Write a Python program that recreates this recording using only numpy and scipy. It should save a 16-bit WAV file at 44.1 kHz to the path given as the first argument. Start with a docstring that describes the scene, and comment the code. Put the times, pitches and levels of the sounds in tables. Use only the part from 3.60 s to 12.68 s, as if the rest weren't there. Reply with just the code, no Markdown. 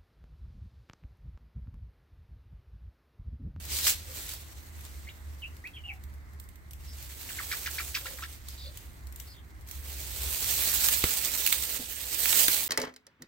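"""In a reed bed, wind rumbles low and a distant engine drones, slowly sinking in pitch: filtered noise, tones.
At first dry leaves wipe past the two microphones and stems snap: patchy hiss with tiny slips, cracks, pops.
Far hoots join in, blurred tones; a near bird squeaks and chirps, later chacks: gliding notes with some rasp.
A push through the leaves begins, and a farther bird twitters in warbling strands.
Last come the hardest pushes, the loudest snaps, and stems that knock the recorder: damped low swings."""
import sys
import numpy as np
from scipy import signal
from scipy.fft import rfft, irfft, next_fast_len
from scipy.io import wavfile
from scipy.ndimage import uniform_filter1d

SR = 44100
rng = np.random.default_rng(int(sys.argv[2]) if len(sys.argv) > 2 else 0)


def pcm_store(signal):
    """Save signal as 16-bit PCM."""
    levels = np.round(np.clip(np.atleast_2d(signal), -1, 1) * 32767)
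    wavfile.write(sys.argv[1], SR, levels.astype(np.int16).T)


N = 400428
TIME = np.arange(N) / SR

# Low wind rumble. Each row: time in seconds, level in dB before trim and lumps.
WIND_LEVEL = [(0, -50), (.6, -54.5), (6, -54), (6.9, -49), (7.7, -57), (9.08, -60)]
# Colour of the rumble. Each row: frequency in Hz, relative level in dB.
RUMBLE_COLOUR = [(20, -24), (35, -6), (50, 4), (63, 4.5), (80, 1.5), (115, -5), (170, -14.5), (300, -26),
                 (600, -104)]
# Colour of the soft wash over open fields. Each row: frequency in Hz, relative level in dB.
WASH_COLOUR = [(100, 0.5), (320, 5.5), (480, -3.5), (1000, -1.5), (2000, -2.5), (3000, -22.5), (5000, -26),
               (15000, -32)]
# Narrow band of far-off hiss. Each row: frequency in Hz, relative level in dB.
FAR_HISS_COLOUR = [(100, -60), (1650, -16), (2100, -2), (2600, -27), (15000, -60)]
# Likeness of noise at the two microphone ports. 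Each row: frequency in Hz, correlation from 0 to 1.
PORT_LIKENESS = [(30, .8), (80, .85), (150, .62), (400, .55), (1000, .3), (3000, .2), (9000, .1)]
# Distant drone. Each row: time in seconds, level in dB before it wavers.
DRONE_LEVEL = [(.25, -46), (.5, -55), (.95, -54), (1.15, -44), (1.7, -43), (2, -48), (5.6, -49.5),
               (6.9, -44.5), (7.4, -55)]
DRONE_HZ, DRONE_SAG_HZ_PER_S = 74.5, 1.2  # pitch at the start, and its steady fall

# Colour the two microphone ports give to close leaf sound. Each row: frequency in Hz,
# gain at the left port in dB, at the right in dB.
PORT_COLOUR = [(119, -13, -17.5), (346, -5, -13.5), (1130, -5.5, -16), (2020, -2.5, -5.5), (4440, 1.5, -2),
               (5070, 1, -5.5), (7000, 3, -2.5), (8460, 1.5, 2), (9150, -7, -3.5), (10100, 2.5, -7.5),
               (12000, 4, 0), (15200, -1, 3)]
# Side on which the leaves slide. Each row: time in seconds, left minus right in dB.
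LEAF_SIDE = [(0, -5), (4, -6.5), (6.7, -7.5), (7.6, -10), (9.08, -10)]
# Single leaves wiping past. Each row: time of the peak in seconds, level in dB before trim,
# rise in seconds, fall in seconds, blade resonance in dB.
LEAF_SWIPES = [(.17, -34.5, 0.07, 0.18, 5), (.29, -24, 0.059, 0.035, 5), (.6, -42.5, 0.12, 0.18, 0.5),
               (.72, -45.5, 0.12, 0.049, 2.5), (1.24, -56.5, 0.11, 0.33, -1), (4.9, -53, 0.03, 0.12, 5),
               (5.19, -55.5, 0.23, 0.23, -1.5), (5.61, -54, 0.073, 0.14, -5),
               (6.15, -49.5, .08, 0.23, -1.5), (6.29, -46.5, .07, .1, -3.5)]
SWIPE_DROP_DB, SWIPE_ROUND = 11.5, 1.38  # drop over one rise or fall time; roundness of the peak
# Leaves stirring between the pushes. Each row: time in seconds, level in dB before trim.
LEAF_STIR = [(0, -52), (1.9, -64.5), (2.4, -71), (3.05, -72), (4.8, -61), (5.4, -68), (6, -68)]
# Long pushes through the leaves, one curve each. 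Each row: time in seconds, level in dB before trim.
LEAF_PUSHES = [
    [(3.2, -63), (3.288, -57), (3.774, -44), (4.072, -41.5), (4.488, -47.5), (4.736, -52.5), (4.8, -61.5)],
    [(6.3, -48), (7.01, -29.5), (7.27, -29), (7.69, -35.5), (7.94, -33.5), (8.14, -37), (8.3, -45.5)],
    [(8.3, -40.5), (8.46, -41), (8.64, -29.5), (8.76, -27), (8.81, -25), (8.93, -30), (9.08, -36.5)],
]
RELEASE_DB_PER_S = 250  # how fast the leaves settle outside a push
HARD_DB, DULL_DB_PER_OCTAVE_PER_DB = -25.5, 0.0762  # brushing softer than this sounds ever duller
SLIPS_PER_S, GRAIN_DB, FLUTTER_DB = 1400, -4, 1.4  # slip rate, slips over the hiss, flutter of both
TICKS_PER_S, TICK_SHIVER, TICK_SHIVER_S = 20, .4, .018  # leaf-tip rate; strength and decay of the shiver
# Loudest stems snapping. Each row: start in seconds, crisp crack in dB and woody pop in dB,
# both before trim, left minus right in dB (halved for the pop).
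STEM_SNAPS = [(0.1892, -22, -38, 5), (0.2684, -19, -27, 7), (0.2802, -21, -35, 6), (0.6915, -24, -54, -5),
              (0.7367, -25, -49, -10), (1.192, -46, -57, -5), (1.2082, -38, -60, 4),
              (1.2508, -36, -56, 0.0), (1.9669, -41, -67, -4.0), (2.0737, -40, -47.5, -4.0),
              (2.438, -38.5, -67, -10), (2.799, -32.5, -79, -8.5), (2.8892, -37.5, -73, -12),
              (2.9572, -42, -72, -10), (3.1093, -34.5, -78, -2), (3.1334, -33, -73, -3),
              (4.8855, -27.5, -71, -4), (5.1736, -30.5, -73, -3), (5.4705, -35.5, -78, -2),
              (5.5246, -37, -66, -0.5), (5.5606, -32.5, -74, -1.0), (5.5998, -30, -60, 6),
              (6.112, -25.5, -67, -10), (7.286, -9, -30, -3.5), (7.4395, -13, -24.5, -10),
              (7.8638, -8, -33.5, -9), (7.874, -9, -34, -12), (7.9256, -7.5, -26, -9),
              (8.657, -13, -27, -11.0), (8.7287, -16, -24.5, -6.5), (8.8818, -6, -24, -6)]

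# Faint hoots across the fields. Each row: start in seconds, length in seconds, pitch in Hz, level in dB.
FAR_HOOTS = [(0.43, 0.13, 517, -61.5), (2.225, 0.17, 774, -65.5), (4.398, 0.21, 540, -61),
             (5.03, 0.097, 555, -60)]
# The near bird's rasping squeaks, which flick upwards. Each row: start in seconds, length in seconds,
# pitch at the turn in Hz, level in dB.
BIRD_SQUEAKS = [(1.469, .036, 2300, -48), (4.454, 0.023, 1500, -40), (4.621, .03, 1400, -40)]
# share of the note before the turn; start and end as shares of the turn pitch; rasp at FULL_CHACK_DB
SQUEAK_TURN, SQUEAK_START, SQUEAK_END, SQUEAK_RASP = .54, .88, 1.72, .98
# Its clear chirps. Each row: start in seconds, length in seconds, start pitch in Hz, turn pitch in Hz,
# end pitch in Hz, level in dB.
BIRD_CHIRPS = [(1.819, 0.053, 3030, 2540, 2880, -43), (2.039, 0.043, 1870, 2360, 2670, -43.5),
               (2.133, 0.08, 3350, 3140, 2940, -52.5), (2.16, 0.0265, 2850, 2550, 2200, -53),
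               (2.236, 0.043, 2750, 2860, 2900, -48), (2.279, 0.045, 2840, 2610, 2140, -41.5)]
CHIRP_TURN, CHIRP_RASP = .42, .04  # share of the note before the turn; rasp from 0 to 1
# Its chacks, which shoot up and slide down. Each row: start in seconds, length in seconds,
# top pitch in Hz, level in dB.
BIRD_CHACKS = [(3.688, 0.023, 2880, -46), (3.783, 0.03, 2150, -38.5), (3.913, 0.029, 2470, -34),
               (4.059, .023, 2530, -34.5), (4.181, .031, 2490, -35), (4.343, 0.032, 2764, -32.5),
               (4.586, 0.011, 2150, -45.5)]
# as for a squeak, with start and end as shares of the top pitch
CHACK_TURN, CHACK_START, CHACK_END, CHACK_RASP = .24, .62, .48, .48
FULL_CHACK_DB, RASP_PER_DB = -34.5, .09  # softer calls are cleaner
# The far bird's twitters. Each row: start in seconds, length in seconds, pitch in Hz, level in dB,
# warble as a share of the pitch.
FAR_TWITTERS = [(3.256, 0.1, 5270, -58, .06), (4.959, 0.15, 4150, -52, .15), (5.66, .09, 4700, -58.5, .08),
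                (5.729, .085, 3400, -63.5, .05)]
# Stems knocking the recorder. Each row: start in seconds, level in dB, pitch in Hz,
# time to fall by 60 dB in seconds.
STEM_BUMPS = [(7.44, -22, 71, 0.065), (8.193, -39, 251, 0.13), (8.882, -34, 346, 0.066)]


def gain_of(db):
    """Decibels to a factor."""
    return 10 ** (np.asarray(db) / 20)


def evened(x):
    """Scales to rms 1."""
    return x / np.sqrt(np.mean(x ** 2) + 1e-20)


def read(points, hz, axis=1):
    """One column of a spectrum table, on a log-frequency axis."""
    table = np.transpose(points)
    return np.interp(np.log(hz + 1), np.log(table[0] + 1), table[axis])


def follow(rows, t):
    """The columns of a curve table at the times t."""
    s, *columns = np.transpose(rows)
    return [np.interp(t, s, c) for c in columns]


def add(mix, s, sound):
    """Lays a two-channel sound into the mix at time s."""
    part = mix[:, max(round(s * SR), 0):][:, :sound.shape[1]]
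    part += sound[:, :part.shape[1]]


def sides(pan_db):
    """Left and right gains of constant power."""
    ratio = gain_of(pan_db)
    return np.array([ratio, np.ones_like(ratio)]) * np.sqrt(2 / (1 + ratio ** 2))


def wander(rate_hz, count):
    """Smooth random drift, near rms 1, slower than about rate_hz."""
    hz = np.fft.rfftfreq(next_fast_len(count + SR), 1 / SR)
    noise = rfft(rng.standard_normal(2 * len(hz) - 2))
    return evened(irfft(noise / (1 + (hz / rate_hz) ** 4)))[:count]


def paired(z, hz):
    """Two unrelated spectra become a port pair: alike in the bass, apart in the treble."""
    same = np.clip(read(PORT_LIKENESS, hz), -1, 1)
    return np.array([z[0], same * z[0] + np.sqrt(1 - same ** 2) * z[1]])


def air(spectrum, lag_s=0.00032):
    """Steady noise of a given colour that reaches the left port first."""
    hz = np.fft.rfftfreq(N, 1 / SR)
    lag = np.exp(-2j * np.pi * np.outer([0, lag_s], hz))
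    z = paired(rfft(rng.standard_normal((2, N))), hz) * lag
    return evened(irfft(z * gain_of(read(spectrum, hz)), N))


def wind(rumble_db=4.0, wash_db=-60.0, gust_db=1, lump_db=0.4, hiss_db=-69):
    """Lumpy low rumble under the soft wash of the open fields and a faint band of hiss."""
    rumble_level = follow(WIND_LEVEL, TIME)[0] + rumble_db + lump_db * wander(12, N)
    rumble = air(RUMBLE_COLOUR) * gain_of(rumble_level)
    wash = air(WASH_COLOUR) * gain_of(wash_db + gust_db * wander(2.5, N))
    hiss = air(FAR_HISS_COLOUR) * gain_of(hiss_db)
    return (rumble + wash + hiss) * sides(-1.5)[:, None]


def drone(level_db=0, octave_db=-22, waver_db=3.5):
    """A far engine off to the left, slowing steadily, fading and swelling with the air between."""
    hz = DRONE_HZ - DRONE_SAG_HZ_PER_S * TIME
    port_phase = np.array([[0], [.5]])  # radians by which the right port lags
    phase = 2 * np.pi * np.cumsum(hz + 2 * wander(2.88, N)) / SR - port_phase
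    tone = np.sqrt(2) * (np.sin(phase) + gain_of(octave_db) * np.sin(2 * phase))
    loudness_db = follow(DRONE_LEVEL, TIME)[0] + level_db + waver_db * wander(5.5, N)
    return tone * gain_of(loudness_db) * sides(-1.5)[:, None]


def port_colour(hz):
    """Colour the two microphone ports give to close leaf sound, as gains."""
    return gain_of([read(PORT_COLOUR, hz, axis=1), read(PORT_COLOUR, hz, axis=2)])


def swipe_force():
    """Level in dB of the single leaves: each swells to a rounded peak and dies away."""
    power = 1e-12
    for s, db, rise_s, fall_s, _ in LEAF_SWIPES:
        away = np.maximum((s - TIME) / rise_s, (TIME - s) / fall_s)
        drop_db = SWIPE_DROP_DB * np.minimum(abs(away), 10) ** SWIPE_ROUND
        power = power + gain_of(db - drop_db) ** 2
    return 10 * np.log10(power)


def push_force():
    """Level in dB of the long pushes, never below the stirring of the leaves."""
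    force_db = follow(LEAF_STIR, TIME)[0]
    for push in LEAF_PUSHES:
        outside_s = abs(TIME - np.clip(TIME, push[0][0], push[-1][0]))
        force_db = np.maximum(force_db, follow(push, TIME)[0] - RELEASE_DB_PER_S * outside_s)
    return force_db


def rustle(force_db, level_db, blade_db, blade_hz, patchy_db=2.0, pivot_hz=9000):
    """Ribbed leaves slide: fine hiss and tiny slips, patchy in colour, brighter when pressed harder."""
    size = gain_of(3 * np.minimum(rng.exponential(1, N), 4))
    slips = size * (rng.random(N) < SLIPS_PER_S / SR)
    scratch = np.exp(-np.arange(200) / SR / 0.00051)  # each slip decays in about half a millisecond
    grains = evened(signal.oaconvolve(slips, scratch)[:N])
    drive = rng.standard_normal((2, N)) * evened(np.hypot(1, gain_of(GRAIN_DB) * grains))
    drive *= gain_of(FLUTTER_DB * wander(20.5, N))
    _, t, z = signal.stft(drive, SR, nperseg=512, noverlap=384)
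    hz = np.fft.rfftfreq(512, 1 / SR)[:, None]
    # colour patches, smoothed over frequency and time, as one blade after another touches
    patches = uniform_filter1d(rng.standard_normal(z.shape), 7, 1)
    patches = evened(uniform_filter1d(patches, 14, 2))
    softness_db = np.minimum(np.interp(t, TIME, force_db) - HARD_DB, 0)
    tilt_db = DULL_DB_PER_OCTAVE_PER_DB * softness_db * np.log2(np.maximum(hz, 400) / pivot_hz)
    resonance = np.exp(-np.log2((hz + 1) / blade_hz) ** 2)  # broad resonance of the blades
    tilt_db += np.interp(t, TIME, blade_db * np.ones(N)) * resonance
    z = paired(z, hz) * port_colour(hz) * gain_of(patchy_db * patches + tilt_db)
    z = z * sides(follow(LEAF_SIDE, t)[0])[:, None]
    sliding = signal.istft(z, nperseg=512, noverlap=384)[1][:, :N]
    return sliding * gain_of(force_db + level_db)


def ticks(force_db, level_db=-5, spread_db=11.0, crack_s=0.0006, rest_db=-60):
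    """Dry leaf tips flick at random, even while the reeds are nearly still."""
    t = np.arange(3000) / SR
    size = gain_of(spread_db * np.minimum(rng.exponential(1, N), 3))
    flicks = size * (rng.random(N) < TICKS_PER_S / SR)
    decay = np.exp(-t / crack_s) + TICK_SHIVER * np.exp(-t / TICK_SHIVER_S)
    fall = signal.oaconvolve(flicks, decay)[:N]
    hz = np.fft.rfftfreq(N, 1 / SR)
    thin = hz / np.hypot(hz, 3500)  # little bass
    sound = irfft(rfft(fall * rng.standard_normal((2, N))) * port_colour(hz) * thin, N)
    # heavy brushing damps the flicks: they grow less than the force
    return evened(sound) * gain_of(level_db + rest_db + 0.75 * (force_db - rest_db))


def snaps(crisp_db=-5, crack_s=0.0025, shiver_db=-15, shiver_s=0.043,
          pop_db=2.5, pop_hz=2300, pop_s=0.00051, ring_db=3):
    """A stem gives way with a sharp crack and its leaf shivers; a thick hollow stem also pops."""
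    out, t = np.zeros((2, N)), np.arange(4096) / SR
    hz = np.fft.rfftfreq(len(t), 1 / SR)
    lead = 64  # samples of room ahead of the crack
    stem = signal.butter(2, [1000, 4500], "band", fs=SR, output="sos")
    fall = np.exp(-t / crack_s) + gain_of(shiver_db) * np.exp(-t / shiver_s)
    thin = hz / np.hypot(hz, 2500)  # a thin blade radiates little bass
    for s, crack_db, woody_db, pan_db in STEM_SNAPS:
        noise = rng.standard_normal((2, len(t)))
        # each leaf has its own resonances
        rings = evened(uniform_filter1d(rng.standard_normal(len(hz)), size=70))
        colour = port_colour(hz) * thin * gain_of(ring_db * rings)
        crack = irfft(rfft(np.roll(noise * fall, lead, axis=1)) * colour)
        crack /= np.sqrt(np.mean(crack[:, lead:2 * lead] ** 2))  # level set by the onset
        swing = np.sin(2 * np.pi * pop_hz * rng.uniform(1.0, 1.04) * t) * np.exp(-t / pop_s)
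        pop = signal.sosfilt(stem, swing + noise * fall)
        pop /= np.sqrt(np.mean(pop[:, :lead] ** 2))
        add(out, s - lead / SR, crack * gain_of(crack_db + crisp_db) * sides(pan_db)[:, None])
        add(out, s, pop * gain_of(woody_db + pop_db) * sides(pan_db / 2)[:, None])
    return out


def hoots(width_hz=50):
    """Distant calls, blurred into narrow hollow tones."""
    out = np.zeros((2, N))
    for s, length, hz, db in FAR_HOOTS:
        t = np.arange(0, length, 1 / SR)
        blur = wander(width_hz, len(t)) + 1j * wander(width_hz, len(t))
        tone = (blur * np.exp(2j * np.pi * hz * t)).real * signal.windows.tukey(len(t), .7)
        add(out, s, gain_of(db) * evened(tone) * np.ones((2, 1)))
    return out


def thicket(x, t60=0.21, wet_db=-10, count=7):
    """Ground and near stems throw back single echoes; the rest of the reed bed scatters a diffuse tail."""
    t = np.arange(SR // 2) / SR
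    taps = rng.standard_normal((2, len(t))) * (rng.random((2, len(t))) < .06)
    taps *= (t > .008) * gain_of(-60 * t / t60)
    taps *= gain_of(wet_db) / np.linalg.norm(taps, axis=1, keepdims=True)
    for port in taps:
        echoes = (rng.uniform(.003, .024, count) * SR).astype(int)
        port[echoes] += .18 * rng.choice([-1, 1], count)
    return x + signal.fftconvolve(x, taps, axes=1)[:, :N]


def from_the_left(x, lead_rad=1.15, full_hz=2000):
    """The left port leads the right in phase, more so with rising pitch up to full_hz."""
    hz = np.fft.rfftfreq(N, 1 / SR)
    return irfft(rfft(x) * np.exp(-1j * np.outer([0, lead_rad], np.minimum(hz / full_hz, 1))), N)


def rasp_at(db, full_rasp):
    """The louder the call, the harsher."""
    return np.clip(full_rasp + RASP_PER_DB * (db - FULL_CHACK_DB), .25, 1)


def note(length_s, turn, start_hz, turn_hz, end_hz, rasp,
         overtone_db=-1, step_db=-5, hiss_db=-4, settle=1.9):
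    """A note glides to a turning point and away; raspy notes flutter and gain overtones and hiss."""
    beak = signal.butter(3, [1900, 6000], "band", fs=SR, output="sos")
    t, before = np.arange(0, length_s, 1 / SR), length_s * np.clip(turn, .05, .95)
    approach = np.minimum(t / before, 1)
    leave = np.clip((t - before) / (length_s - before), 0, 1)
    hz = start_hz + (turn_hz - start_hz) * approach ** 1.564
    hz = hz + (end_hz - turn_hz) * (1 - (1 - leave) ** settle)
    waver = (.018 + .06 * rasp) * wander(300, len(t))
    flutter = 1 + (.25 + .6 * rasp) * wander(400, len(t))
    phase = 2 * np.pi * np.cumsum(hz * (1 + waver)) / SR
    overtones = sum(gain_of(overtone_db + step_db * k) * np.sin((k + 2) * phase) for k in range(3))
    hiss = gain_of(hiss_db) * evened(signal.sosfilt(beak, rng.standard_normal(len(t))))
    harsh = 2 * rasp ** 2 * (signal.sosfilt(beak, overtones) + hiss)
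    swell = np.interp(t, [0, before, length_s], [.5, 1, .25]) * signal.windows.tukey(len(t), .15)
    return evened(swell * flutter * (np.sin(phase) + harsh))


def birds(level_db=0, pan_db=-1):
    """The near bird squeaks, chirps and chacks; each kind of call has its own turning point and rasp."""
    out, place = np.zeros((2, N)), gain_of(level_db) * sides(pan_db)[:, None]
    for s, length, hz, db in BIRD_SQUEAKS:
        rasp = rasp_at(db, SQUEAK_RASP)
        squeak = note(length, SQUEAK_TURN, SQUEAK_START * hz, hz, SQUEAK_END * hz, rasp)
        add(out, s, place * gain_of(db) * squeak)
    for s, length, start_hz, turn_hz, end_hz, db in BIRD_CHIRPS:
        chirp = note(length, CHIRP_TURN, start_hz, turn_hz, end_hz, CHIRP_RASP)
        add(out, s, place * gain_of(db) * chirp)
    for s, length, hz, db in BIRD_CHACKS:
        rasp = rasp_at(db, CHACK_RASP)
        chack = note(length, CHACK_TURN, CHACK_START * hz, hz, CHACK_END * hz, rasp)
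        add(out, s, place * gain_of(db) * chack)
    return out


def twitters(warble_hz=22, jitter=.03, sag=.07, flutter=.4, count=2):
    """The far bird warbles quickly in interweaving strands that sink a little in pitch."""
    out = np.zeros((2, N))
    for s, length, hz, db, depth in FAR_TWITTERS:
        t, song = np.arange(0, length, 1 / SR), 0
        for _ in range(count):
            warble = depth * np.sin(2 * np.pi * (warble_hz * t + rng.random()))
            warble = warble + jitter * wander(270, len(t))
            pitch = hz * (1 + warble - sag * (t / length - .5))
            strand = np.sin(2 * np.pi * np.cumsum(pitch) / SR)
            song = song + (1 + flutter * wander(400, len(t))) * strand
        song = evened(song * signal.windows.tukey(len(t), .5))
        add(out, s, gain_of(db) * song * np.ones((2, 1)))
    return out


def bumps(scuff=0.63, upper_db=-9, upper_ratio=1.9):
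    """A stem knocks the recorder: two damped low swings with some scuffing, alike at both ports."""
    out, t = np.zeros((2, N)), np.arange(8000) / SR
    for s, db, hz, t60 in STEM_BUMPS:
        phase = 2 * np.pi * hz * t
        swing = np.sin(phase) + gain_of(upper_db) * np.sin(upper_ratio * phase)
        swing = swing + scuff * wander(450, len(t))
        add(out, s, -gain_of(db - 60 * t / t60) * swing * np.ones((2, 1)))
    return out


def scene():
    """Reeds close by, birds and hoots through the thicket, wind and drone behind."""
    swipe_db, push_db = swipe_force(), push_force()
    blade_db = follow(LEAF_SWIPES, TIME)[-1]
    swipes = rustle(swipe_db, level_db=4, blade_db=blade_db, blade_hz=4850)
    pushes = rustle(push_db, level_db=6.0, blade_db=-1.0, blade_hz=2200)
    reeds = swipes + pushes + ticks(np.maximum(swipe_db, push_db)) + snaps() + bumps()
    calls = from_the_left(birds() + twitters()) + hoots()
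    return wind() + drone() + reeds + thicket(calls)


def record(dry):
    """The recorder's band limit: a steep low-pass at 15.9 kHz."""
    lowpass = signal.firwin(511, 15900, window=("kaiser", 9), fs=SR)
    return signal.oaconvolve(dry, lowpass[None], "same")


dry = scene()
out = record(dry)
pcm_store(out)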